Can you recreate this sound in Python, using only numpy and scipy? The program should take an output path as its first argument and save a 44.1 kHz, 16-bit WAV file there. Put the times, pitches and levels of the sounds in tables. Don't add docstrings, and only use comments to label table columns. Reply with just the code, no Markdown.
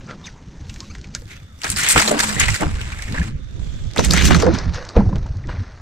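import sys
import numpy as np
from scipy import signal
from scipy.io import wavfile
from scipy.ndimage import uniform_filter1d

SR = 44100
rng = np.random.default_rng(int(sys.argv[2]) if len(sys.argv) > 2 else 0)


def how_loud(loudness_db):
    steps = np.asarray(loudness_db, float) / 20
    return 10 ** steps


def file_out(sig):
    cols = np.atleast_2d(sig).T
    lim = np.clip(cols, -1, 1)
    pcm = np.round(lim * 32767).astype(np.int16)
    wavfile.write(sys.argv[1], SR, pcm)


N = 256220
TIME = np.arange(N) / SR

# time_s, dull_share (0-1)
DULL = [
    (.66, 1),
    (.69, .75),
    (1.16, .75),
    (1.2, 0),
    (4.42, .2),
    (4.46, 1),
]
STAGE_S = [
    0,
    1.598,
    2.66,
    3.324,
    3.949,
]


def evened(x):
    return x / np.sqrt(np.mean(x ** 2) + 1e-20)


def read(points, hz):
    point_hz, value = np.transpose(points)
    return np.interp(np.log(hz + 1), np.log(point_hz + 1), value)


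def over_time(points, t):
    return np.interp(t, *np.transpose(points))


def add(mix, start_s, sound):
    part = mix[:, round(start_s * SR):][:, :sound.shape[-1]]
    part += sound[..., :part.shape[1]]


def frame_grid(size):
    return np.arange(4 * N // size + 5) * size / 4 / SR, np.fft.rfftfreq(size, 1 / SR)


def noise(field_db, size):
    real, imaginary = rng.standard_normal(field_db.shape + (2, 2)).T
    spectra = (real + 1j * imaginary) * how_loud(field_db.T) * np.sqrt(1.5 * SR / size / 2)
    return signal.istft(spectra, nperseg=size, noverlap=3 * size // 4)[1][:, :N]


def patches(shape, frames, bins):
    smooth = uniform_filter1d(rng.standard_normal(shape), frames, 0)
    return evened(uniform_filter1d(smooth, bins, 1))


def band_db(shape_db, hz, lo_hz, hi_hz):
    inside = (hz >= lo_hz) & (hz < hi_hz)
    return 10 * np.log10((how_loud(shape_db) ** 2)[inside].sum() * hz[1])


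def ring(x, hz, width_hz):
    r = np.exp(-np.pi * width_hz / SR)
    return signal.lfilter([1, 0, -r], [1, -2 * r * np.cos(2 * np.pi * hz / SR), r * r], x)


def bursts(rows, t):
    peak_s, db, rise_s, fall_s = np.transpose(rows)[:, :, None]
    before = (peak_s - t) / np.maximum(rise_s, .005)
    after = (t - peak_s) / np.maximum(fall_s, .005)
    away = np.where(t < peak_s, before, after)
    return (how_loud(db - 20 * away) ** 2).sum(0)


def knocks(rows, level_db, width, edge, tail):
    out, t = np.zeros((2, N)), np.arange(2500) / SR
    for start_s, peak_db, hz in rows:
        rough = rng.standard_normal((2, len(t)))
        blow = (t == 0) * np.sign(rough[:, :1]) + tail * rough * how_loud(-60 * t / 0.044)
        body = ring(ring(blow, hz, width * hz), hz, hz)
        wide = ring(ring(blow, 3000, 6000), 4900, 7900)
        knock = body / abs(body).max() + edge * wide / abs(wide).max()
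        add(out, start_s, how_loud(peak_db + level_db) * knock)
    return out


def yard():
    # pitch_hz, level_db
    hush_colour = [(260, -33), (450, 8.5), (1020, 4.5), (1810, -1), (3220, -15), (6180, -10.5),
                   (9000, -24.5), (14000, -71)]
    hush_db, lower_part_db = -57, -6.5
    t, hz = frame_grid(size=1024)
    field = read(hush_colour, hz) + 3.2 * patches((len(t), len(hz)), 12, 8)
    field += lower_part_db * np.outer(1 - over_time(DULL, t), hz < 1200)
    return how_loud(hush_db) * evened(noise(field, size=1024))


def hums():
    # start_s, end_s, pitch_hz, width_hz, level_db
    hum_rows = [(3.33, 4.4, 3600, 180, -60), (3.6, 3.96, 3380, 290, -54), (3.58, 3.92, 7300, 590, -59),
                (1.2, 1.9, 3520, 130, -62.5), (0.71, 1.1, 4400, 400, -61), (2.93, 3.27, 2180, 450, -43),
                (.07, 0.147, 1320, 220, -43), (1.77, 1.95, 1970, 430, -28), (1.3, 1.36, 2230, 280, -52),
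                (2.06, 2.19, 400, 40, -39), (2.09, 2.19, 290, 26, -28.5), (4.74, 4.86, 502, 47, -39.5),
                (1.885, 1.935, 8300, 1100, -17.5)]
    out = np.zeros((2, N))
    for start_s, end_s, hz, width_hz, db in hum_rows:
        air = rng.standard_normal((2, round((end_s - start_s) * SR)))
        swell = signal.windows.tukey(air.shape[1], .2)
        add(out, start_s, how_loud(db) * evened(ring(air, hz, width_hz)) * swell)
    return out


def board():
    # pitch_hz, level_db (per Hz)
    board_colour = [(12, -44), (20, 11), (70, 21), (179, -2.5), (316, -12), (492, -22), (600, -26),
                    (1320, -120)]
    # peak_s, level_db, rise_s, fall_s
    heave_rows = [(.718, -30.5, 0.36, 0.15), (1.173, -30.5, 0.51, 0.36), (1.692, -25, 0.077, 0.35),
                  (1.972, -28.5, 0.023, .07), (2.516, -17, 0.28, 0.079), (2.64, -21, 0.058, 1),
                  (3.362, -16.5, 0.31, 0.019), (3.636, -19, 0.31, 0.34), (3.867, -20, 0.27, 0.052),
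                  (4.326, -15, 0.32, 0.058), (4.496, -23, 0.23, 0.1), (4.681, -17.5, 0.22, 0.26),
                  (4.97, -12.5, 0.017, 0.66), (5.46, -25.5, 0.108, 0.48)]
    # peak_s, level_db, rise_s, fall_s
    boom_rows = [(0.02, -37, 0.37, 0.66), (.95, -38.5, 1.64, 1), (1.692, -34, 0.02, 1),
                 (1.972, -20.5, 0.033, 0.088), (2.2, -34, 0.35, 0.82), (2.64, -26, 0.05, 0.3),
                 (3.103, -26, 0.033, 0.34), (3.991, -25.5, 0.032, 0.63), (4.326, -13.5, 0.26, 0.12),
                 (4.496, -21.5, 0.27, 0.23), (4.97, -10, 0.0092, 0.12), (5.13, -19, 0.075, 0.053),
                 (2.44, -27, 0.11, 0.055), (5.46, -31.5, 0.054, 0.21)]
    heave_in_boom_db, idle_push_db, idle_boom_db = -18, -44, -68.5
    t, hz = frame_grid(size=1024)
    heave, boom, shape = bursts(heave_rows, t), bursts(boom_rows, t), read(board_colour, hz)
    push_power = heave + boom + how_loud(2 * idle_push_db)
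    boom_power = boom + heave * how_loud(2 * heave_in_boom_db) + how_loud(2 * idle_boom_db)
    push_db = 10 * np.log10(push_power) - band_db(shape, hz, 30, 130)
    boom_db = 10 * np.log10(boom_power) - band_db(shape, hz, 130, 400)
    boom_share = np.clip(np.log((hz + 1) / 100) / .5, 0, 1)
    field = shape + np.outer(push_db, 1 - boom_share) + np.outer(boom_db, boom_share) - 40 * (hz > 600)
    return noise(field + 3.96 * patches(field.shape, 5, 2) - 1.5, size=1024)


def thumps():
    # start_s, peak_db, pitch_hz
    thump_rows = [(1.954, -6.5, 68), (2.11, -13.5, 432), (2.364, -14, 133), (2.623, -9.5, 312),
                  (3.082, -26.5, 126), (3.207, -28, 166), (3.982, -16, 97.5), (4.104, -7, 170),
                  (4.432, -4, 470), (4.964, 0.5, 50.7), (5.02, -9.5, 184), (5.154, -13.5, 138),
                  (5.129, -15, 199), (5.255, -24, 107)]
    out, t = np.zeros((2, N)), np.arange(9000) / SR
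    quarter_turn = np.array([[0], [np.pi / 2]])
    for start_s, db, hz in thump_rows:
        swing = np.sin(2 * np.pi * hz * t * (1 - 0.32 * t) + quarter_turn)
        rough = rng.standard_normal(len(t))
        swing = swing + 0.37 * evened(ring(ring(rough, 230, 350), 230, 350))
        add(out, start_s, how_loud(db - 6.0 - 60 * t / 0.16) * np.minimum(t / 0.0006, 1) * swing)
    return out


def bumps():
    # start_s, peak_db, pitch_hz
    bump_rows = [(1.219, -36, 485), (2.076, -10, 563), (2.113, -6.5, 582), (2.622, -9, 820),
                 (4.966, -0.5, 463), (4.974, -7.5, 686), (5.004, -12.5, 865), (5.062, -25, 754),
                 (5.092, -20, 778), (5.127, -21.5, 1040), (3.9915, -9.5, 910), (5.259, -25.5, 904),
                 (4.0, -15, 700), (5.491, -24, 1000)]
    return knocks(bump_rows, level_db=-4.5, width=0.11, edge=.01, tail=0.19)


def grit_clicks():
    # start_s, peak_db, pitch_hz
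    click_rows = [(0.6956, -22, 3040), (0.7417, -21, 6300), (0.762, -27, 3030), (0.8047, -15.5, 4540),
                  (0.8474, -38, 3840), (0.9506, -25, 2990), (0.984, -32, 6090), (1.014, -25, 4520),
                  (1.0425, -30, 2500), (1.0723, -32, 4770), (1.088, -37, 4100), (1.1265, -39, 5850),
                  (1.15, -2, 5600), (1.2205, -41, 5000), (1.2114, -35, 3600), (1.256, -36, 3820),
                  (3.5124, -40, 6100), (3.6455, -31, 3650), (3.7334, -36, 3330), (3.913, -26, 3600),
                  (3.936, -22.5, 3770), (4.4245, -14, 2500), (4.8514, -20, 5930), (4.8883, -28, 4410),
                  (4.9004, -28, 6170), (4.3468, -1, 1490), (5.0045, -29, 4390), (5.158, -20, 3050),
                  (5.1831, -29, 4130), (4.033, -16, 3600), (5.2674, -32, 2850), (5.3702, -31.5, 4500),
                  (5.472, -27, 5560), (5.6266, -37, 5770)]
    return knocks(click_rows, level_db=-4, width=1, edge=0.51, tail=0.042)


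def rattle():
    # start_s, peak_db, pitch_hz
    rattle_rows = [(0.094, -27.5, 1310), (1.3059, -32, 2110), (1.7884, -14, 1470), (1.8354, -13, 1840),
                   (2.176, -16, 1610), (2.2414, -18, 2110), (2.3637, -17, 1890), (2.4056, -7, 2330),
                   (2.4324, -17, 2160), (2.4836, -11, 2040), (2.5945, -29, 2130), (2.606, -16, 2070),
                   (2.7003, -34, 2830), (2.758, -31, 1640), (2.7918, -29, 1520), (2.811, -23, 2660),
                   (2.8838, -37, 2100), (2.9243, -24.5, 2350), (2.9336, -26, 1710), (2.9916, -24, 1780),
                   (3.0814, -25, 1820), (3.1448, -19.5, 1730), (3.162, -23, 1580), (3.1772, -17.5, 1750),
                   (3.2145, -19.5, 1770), (4.782, -24.5, 1500), (5.4385, -34, 1950)]
    return knocks(rattle_rows, level_db=-2, width=0.08, edge=0.12, tail=0.25)


def squeaks():
    # start_s, length_s, start_hz, end_hz
    slip_rows = [(.058, .02, 3600, 9000), (.237, .029, 3650, 3520), (.255, .025, 6500, 6100),
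                 (.26, .036, 3250, 1400), (.803, .05, 1020, 1150), (.895, .03, 1100, 1400),
                 (.895, .03, 2100, 2700), (.9, .025, 4050, 5000), (.895, .025, 6000, 6600),
                 (.835, .05, 4000, 3780), (2.0, .2, 217, 222), (2.2, .18, 216, 212), (3.19, .05, 66, 66),
                 (4.05, .06, 62, 55), (4.16, .07, 185, 178), (4.22, .08, 62, 72), (4.31, .08, 170, 180),
                 (4.455, .045, 510, 490), (4.47, .055, 310, 330), (4.63, .11, 173, 170),
                 (5.575, .062, 95, 92), (5.345, .05, 92, 98), (5.058, .035, 95, 105),
                 (2.365, .07, 1950, 2050), (3.195, .035, 172, 176), (4.04, .28, 192, 172),
                 (4.1, .14, 66, 70), (4.3, .13, 76, 80), (4.44, .09, 80, 82), (4.43, .09, 172, 180),
                 (4.63, .12, 70, 76), (2.49, .07, 115, 95), (.262, .02, 6200, 4400)]
    slip_db = [-50, -42, -42, -40, -48, -51, -49, -49, -51, -54, -27.5, -30, -17, -14.5, -18, -15, -14.5,
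               -14.5, -18, -27.5, -21.5, -21.5, -17, -31, -21, -22, -19, -20, -17, -22, -23, -24, -46]
    out = np.zeros((2, N))
    waver = evened(uniform_filter1d(uniform_filter1d(rng.standard_normal(N), 60), 60))
    quarter_turn = np.array([[0], [np.pi / 2]])
    for (start_s, length_s, start_hz, end_hz), db in zip(slip_rows, slip_db):
        hz = np.geomspace(start_hz, end_hz, round(length_s * SR))
        shake = waver[round(start_s * SR):][:len(hz)]
        shaken_hz = hz * (1 + min(.035, 110 / start_hz) * shake)
        turn = 2 * np.pi * np.cumsum(shaken_hz) / SR + quarter_turn
        tone = (np.sin(turn) + 0.015 * np.sin(2 * turn)) * signal.windows.tukey(len(hz), .6)
        grip = np.roll(shake, 500) * np.clip(start_hz / 1000, .15, .6 + length_s)
        add(out, start_s, np.sqrt(2) * how_loud(db + 5 * grip) * tone)
    return out


def crush():
    band_hz = [400, 1200, 3500, 9500, 15500]
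    # pitch_hz, level_db (per Hz)
    colours = [
        [(240, -14), (400, -16.5), (828, -23.5), (1640, -14), (2830, -12), (5350, -7.5), (6220, -2),
         (9500, -10.5), (15000, -13)],
        [(240, -17.5), (600, -19), (1970, -6.5), (3100, -9), (6220, -8.5), (7700, -3.5), (11600, -23),
         (15000, -24.5)],
        [(240, -6), (464, -3.5), (620, -3.5), (1810, -19.5), (3050, -44), (4100, -45.5), (6400, -58),
         (7300, -75.5), (22000, -120)],
    ]
    stage_colour = [0, 1, 1, 0, 0]
    grit_db = [0.54, 0.82, 1.4, 0.6, 1.2]
    # peak_s, level_db, rise_s, fall_s
    crumple_rows = [(.106, -37.5, 0.048, 0.069), (1.648, -26.5, 0.02, 0.048), (1.963, -17, 0.004, 0.092),
                    (2.125, -23, 0.21, 0.4), (2.623, -17.5, 0.028, 0.065), (3.155, -31.5, 0.032, 0.075),
                    (3.993, -16.5, 0.025, 0.03), (4.308, -19, 0.023, 0.086), (4.49, -22.5, 0.35, 0.1),
                    (4.968, -15.5, 0.015, 0.046), (4.468, -19, 0.03, 0.053), (5.49, -31.5, 0.0072, 0.091)]
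    # peak_s, level_db, rise_s, fall_s
    spurt_rows = [(0.105, -31.5, 0.022, 0.033), (1.305, -33.5, 0.037, 0.14), (1.646, -19.5, 0.023, 0.06),
                  (1.871, -15, 0.12, 0.12), (1.965, -7.5, 0.0023, 0.081), (2.406, -11.5, 0.033, 0.14),
                  (2.931, -33, 1, 0.028), (3.15, -30.5, 0.017, 0.23), (4.169, -9, 0.06, 0.16),
                  (4.307, -12, 0.0078, 0.078), (4.55, -21.5, 0.048, 0.19), (4.744, -24, 0.0091, 0.19),
                  (5.491, -33, 0.022, 0.43)]
    # peak_s, level_db, rise_s, fall_s
    hiss_rows = [(0.264, -35.5, 0.053, 0.06), (.806, -45, 0.64, 0.75), (1.149, -32.5, 0.019, 0.047),
                 (1.702, -26, 0.088, 0.1), (1.777, -19.5, 0.024, 0.22), (1.902, -13.5, 0.022, 0.063),
                 (1.99, -16, 0.071, 0.17), (2.077, -19, .02, 0.076), (2.194, -17.5, 0.021, 0.26),
                 (2.398, -19.5, 0.0033, 0.076), (2.484, -24, .006, 0.14), (2.542, -20, 0.0055, 0.0644),
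                 (3.993, -17, 0.012, 0.033), (4.05, -18, 0.033, 0.046), (4.258, -11.5, 0.043, 0.055),
                 (4.348, -19.5, 0.0081, 0.073), (4.401, -19, 0.016, 0.097), (4.55, -21, 0.038, 0.055),
                 (4.744, -23.5, 0.011, 0.055), ]
    # time_s, level_db
    trickle_points = [(0.0, -42), (1.625, -65), (1.65, -36.5), (2.95, -35.5), (3.29, -33), (3.32, -59),
                      (3.59, -41.5), (3.94, -41), (3.98, -24), (4.45, -29), (4.9, -32.5), (5.4, -41),
                      (5.81, -42)]
    # band1_db, band2_db, band3_db, band4_db
    kind_bands = [
        (3, -5, -15, -41.5),
        (-17.5, 1, -8, -32),
        (-17.5, -1.5, 0.5, -18.5),
        (-8.5, -7, -7, -25.5),
    ]
    # time_s, level_db
    fizz_points = [(.66, -13), (.69, 2), (1.14, -16.5), (1.2, 11), (3.3, 1.5), (3.33, 0), (3.93, -12),
                   (3.96, -5.5), (4.28, 5), (4.46, -15.5)]

    t, hz = frame_grid(size=256)
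    power = [bursts(rows, t) for rows in (crumple_rows, spurt_rows, hiss_rows)]
    power.append(how_loud(2 * over_time(trickle_points, t)))
    levels = 10 * np.log10(np.transpose(power) @ how_loud(2 * np.array(kind_bands)))
    levels[:, -1] += over_time(fizz_points, t)

    centres = np.log(np.sqrt(np.multiply(band_hz[1:], band_hz[:-1])))
    spread = np.array([np.interp(np.log(hz + 1), centres, one) for one in np.eye(4)])
    field = np.full((len(t), len(hz)), -200.)
    dull_ending = (DULL[-2][0], len(colours) - 1)
    for start_s, number in list(zip(STAGE_S, stage_colour)) + [dull_ending]:
        shape = read(colours[number], hz) - 60 * (hz > 15500)
        own_db = [band_db(shape, hz, lo, hi) for lo, hi in zip(band_hz, band_hz[1:])]
        later = t >= start_s
        field[later] = shape + (levels[later] - own_db) @ spread
    hiss = noise(field + 1.63 * patches(field.shape, 14, 5) - 2.6, size=256)

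    grit = np.zeros(N)
    for start_s, size_db in zip(STAGE_S, grit_db):
        grit[TIME >= start_s] = size_db
    happens = rng.random(N) < 210 / SR
    pops = how_loud(grit * np.minimum(rng.exponential(1, N), 3.2)) * happens
    crackle = 1 + signal.lfilter([1], [1, -np.exp(-1 / (0.0017 * SR))], pops)
    crackle = uniform_filter1d(crackle, 24)
    return hiss * crackle / np.sqrt(uniform_filter1d(crackle ** 2, 2500))


def pings(hiss):
    can_hz = [1375, 1680, 2040, 2390, 2870, 3690, 4320, 5810, 7920]
    happens = rng.random(N) < 240 / SR
    size = how_loud(2.0 * np.minimum(rng.exponential(1, N), 4)) * happens
    which, signs = rng.integers(0, len(can_hz), N), rng.choice([-1., 1.], N)
    out, t = np.zeros((2, N)), np.arange(1500) / SR
    for k, hz in enumerate(can_hz):
        near = signal.lfilter(*signal.iirpeak(hz, 2, SR), hiss[0])
        level = np.sqrt(abs(uniform_filter1d(near ** 2, 900)))
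        dent = np.sin(2 * np.pi * hz * t) * how_loud(-60 * t / (0.019 + 30 / hz)) * np.minimum(t / 0.00061, 1)
        strikes = level * size * (which == k) * np.array([np.ones(N), signs])
        out += signal.oaconvolve(strikes, dent[None])[:, :N]
    return how_loud(-1.5) * out


def cracks():
    # start_s, peak_db, pitch_hz
    crack_rows = [(1.6352, -12, 4640), (1.7174, -4, 7910), (1.7624, -8.5, 4650), (1.7888, -7, 9240),
                  (1.8054, -7.5, 5670), (1.8362, -0.5, 7200), (1.8504, -14, 7090), (1.9114, 0, 7500),
                  (1.9184, 3.5, 7700), (1.9304, -6.5, 7630), (2.0004, -2, 5290), (2.0054, -11, 4930),
                  (2.0174, -8.5, 7480), (2.0772, -4.5, 3850), (2.0944, -7, 7220), (2.1141, -4.5, 7540),
                  (2.2064, -4.5, 4630), (2.2238, -13.5, 7800), (2.2423, -8, 7920), (2.3426, -16, 7730),
                  (2.3994, 7, 6960), (2.5037, -10, 5900), (2.609, -9, 7510), (4.3305, -9, 3600),
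                  (3.9812, -3.5, 3800), (4.1064, -5, 4600), (4.1252, -9.5, 4800), (4.3465, -4.5, 3900),
                  (4.4233, -15, 3760), (4.5401, -16.5, 5970), (4.5855, -19, 3930)]
    return knocks(crack_rows, level_db=-4, width=0.17, edge=.3, tail=0.089)


def snaps():
    # start_s, peak_db, ring_hz
    tick_rows = [(0.698, -23.5, 2720), (0.742, -39, 6540), (0.7604, -29, 2040), (0.8043, -23.5, 4750),
                 (0.9519, -24.5, 1790), (0.983, -32, 1590), (1.044, -28.5, 2280), (1.1498, -16.5, 1540),
                 (1.22, -38, 1617), (2.814, -22, 2870), (2.9257, -31, 1710), (2.9897, -29, 1800),
                 (3.0226, -17, 2080), (3.124, -24, 3870), (3.081, -32, 1900), (4.1204, -8.5, 4840),
                 (4.89, -23, 4440), (5.264, -33, 1530)]
    # start_s, peak_db, ring_hz, knock_db (over the tick)
    first_snaps = [(1.6174, -21.5, 2720, -27), (1.6436, -10, 1510, -13.5), (1.7011, -6.5, 8350, -34.5),
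                   (1.887, -0.5, 8450, -20.5), (1.9596, -14, 1570, 16), (2.0006, -4, 1630, -2),
                   (2.0172, -8, 6700, -22), (2.0776, -8, 4000, -11.5), (2.1922, -6, 1570, -15),
                   (2.396, -9, 1960, -23.5), (2.4835, -13, 2040, 0.5), (2.543, -8, 1710, -25.5),
                   (2.621, -18.5, 1710, -51)]
    # start_s, peak_db, ring_hz, knock_db (over the tick)
    second_snaps = [(3.9616, -19, 1620, 6), (3.9735, -15, 2520, -7), (4.0475, -9, 7550, -32),
                    (4.1092, -3.5, 4600, -37), (4.135, -3.5, 6600, -5), (4.306, -15, 1560, 11),
                    (4.347, -16.5, 1690, 9), (4.4222, -12.5, 4830, 5.5), (4.465, -16.5, 1600, 2),
                    (4.5863, -16, 4830, -19), (4.7444, -18.5, 1760, -3), (4.9663, -27, 1210, 0),
                    (5.094, -41, 1500, -5), (5.16, -34, 1470, 10.5), (5.489, -45, 1880, -7)]
    tick_knock_db, ring_s, knock_s = -13, 0.093, 0.037
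    out, t = np.zeros((2, N)), np.arange(3000) / SR
    ticks = [(*row, tick_knock_db) for row in tick_rows]
    for start_s, db, hz, knock_db in [*ticks, *first_snaps, *second_snaps]:
        narrow, broad, low = rng.standard_normal((3, 2, len(t)))
        tick = evened(ring(ring(narrow, hz, 0.35 * hz), hz, 0.35 * hz))
        tick = tick + 0.56 * evened(ring(ring(broad, 2200, 8800), 6300, 4300))
        fall = how_loud(-60 * t / ring_s) * 0.2 + how_loud(-60 * t / 0.0072)
        knock_fall = how_loud(knock_db - 60 * t / knock_s) * np.minimum(t / 0.0033, 1)
        knock = evened(ring(ring(low, 1400, 1000), 550, 600)) * knock_fall
        add(out, start_s, how_loud(db - 4.0) * (tick * fall + knock))
    return out


def treble_loss(x):
    top_cut = signal.firwin(301, 15600, window=("kaiser", 8), fs=SR)
    treble_cut = signal.firwin(41, 8200, window=("kaiser", 7), fs=SR)
    x = signal.oaconvolve(x, top_cut[None], "same")
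    dull = signal.oaconvolve(x, treble_cut[None], "same")
    share = np.clip(over_time(DULL, TIME), 0, 1)
    gap = signal.lfilter(*signal.iirpeak(10300, 2, SR), x - dull) * (share > .5)
    return dull + (1 - share) * (x - dull - gap)


def ports(shared, other):
    # time_s, bass_lean_db, treble_lean_db (left over right), bass_unlike, rest_unlike (0-1)
    port_points = [(1.14, 0, 0, 0, 0), (1.2, 0, -1.5, .02, .8), (2.28, 0, 0, 0.2, 1),
                   (2.34, -7, 0, .9, .95), (2.65, -1.5, -1, .55, .95), (3.3, 0.5, -3, .03, 1),
                   (3.45, -7, -4, .86, 1), (4.3, -7.5, 1, .9, .7), (4.75, -1.5, 0.2, .25, .12),
                   (5.37, 0, 0, 0, 0)]
    # pitch_hz, share (0-1)
    turned_points = [(150, .5), (700, .8), (5000, .2)]
    # pitch_hz, lean_db (left over right)
    lobe_points = [(6000, 0), (7900, 7), (9600, -6), (13000, -3)]
    # pitch_hz, factor
    width_points = [(900, 1.3), (1400, .5), (5000, .5), (9000, 1.6)]

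    hz, t, (a, b) = signal.stft([shared, other], SR, nperseg=1024, noverlap=768)
    s, *columns = np.transpose(port_points)
    bass_db, treble_db, bass_unlike, rest_unlike = (np.interp(t, s, column) for column in columns)
    high = np.clip(np.log((hz + 1) / 300) / 1.0, 0, 1)
    first = t < STAGE_S[-2]

    lobe_db = np.outer(read(lobe_points, hz), first * rest_unlike)
    lean_db = np.outer(1 - high, bass_db) + np.outer(high, treble_db) + lobe_db
    lean = np.tanh(lean_db * np.log(10) / 20)

    bass_share, rest_share = read([(100, 1), (600, 0)], hz), read([(100, 0), (600, 1)], hz)
    unlike = np.outer(bass_share, np.clip(bass_unlike, 0, 1.3))
    unlike = unlike + np.outer(rest_share, np.clip(rest_unlike, 0, 1.3))
    widening = 1 + high * (read(width_points, hz) - 1)
    unlike = unlike * np.where(t < STAGE_S[-1], 1, widening[:, None])

    turned = np.outer(read(turned_points, hz), first)
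    b = np.sqrt(1 - turned ** 2) * b - 1j * turned * a
    side_spectra = lean * a + unlike * np.sqrt(1 - lean ** 2) * b
    side = signal.istft(side_spectra, SR, nperseg=1024, noverlap=768)[1][:N]
    return np.array([shared + side, shared - side])


def scene():
    hiss = crush()
    metal = snaps() + pings(hiss) + cracks() + rattle()
    small = squeaks() + grit_clicks() + bumps() + hums()
    shared, other = yard() + board() + thumps() + hiss + treble_loss(metal + small)
    return ports(shared, other)


def band_limit(x):
    return signal.sosfilt(signal.butter(12, 16400, fs=SR, output="sos"), x)


def record(dry):
    mix = 1.074 * np.tanh(dry / 1.088)
    return band_limit(mix)


dry = scene()
out = record(dry)
file_out(out)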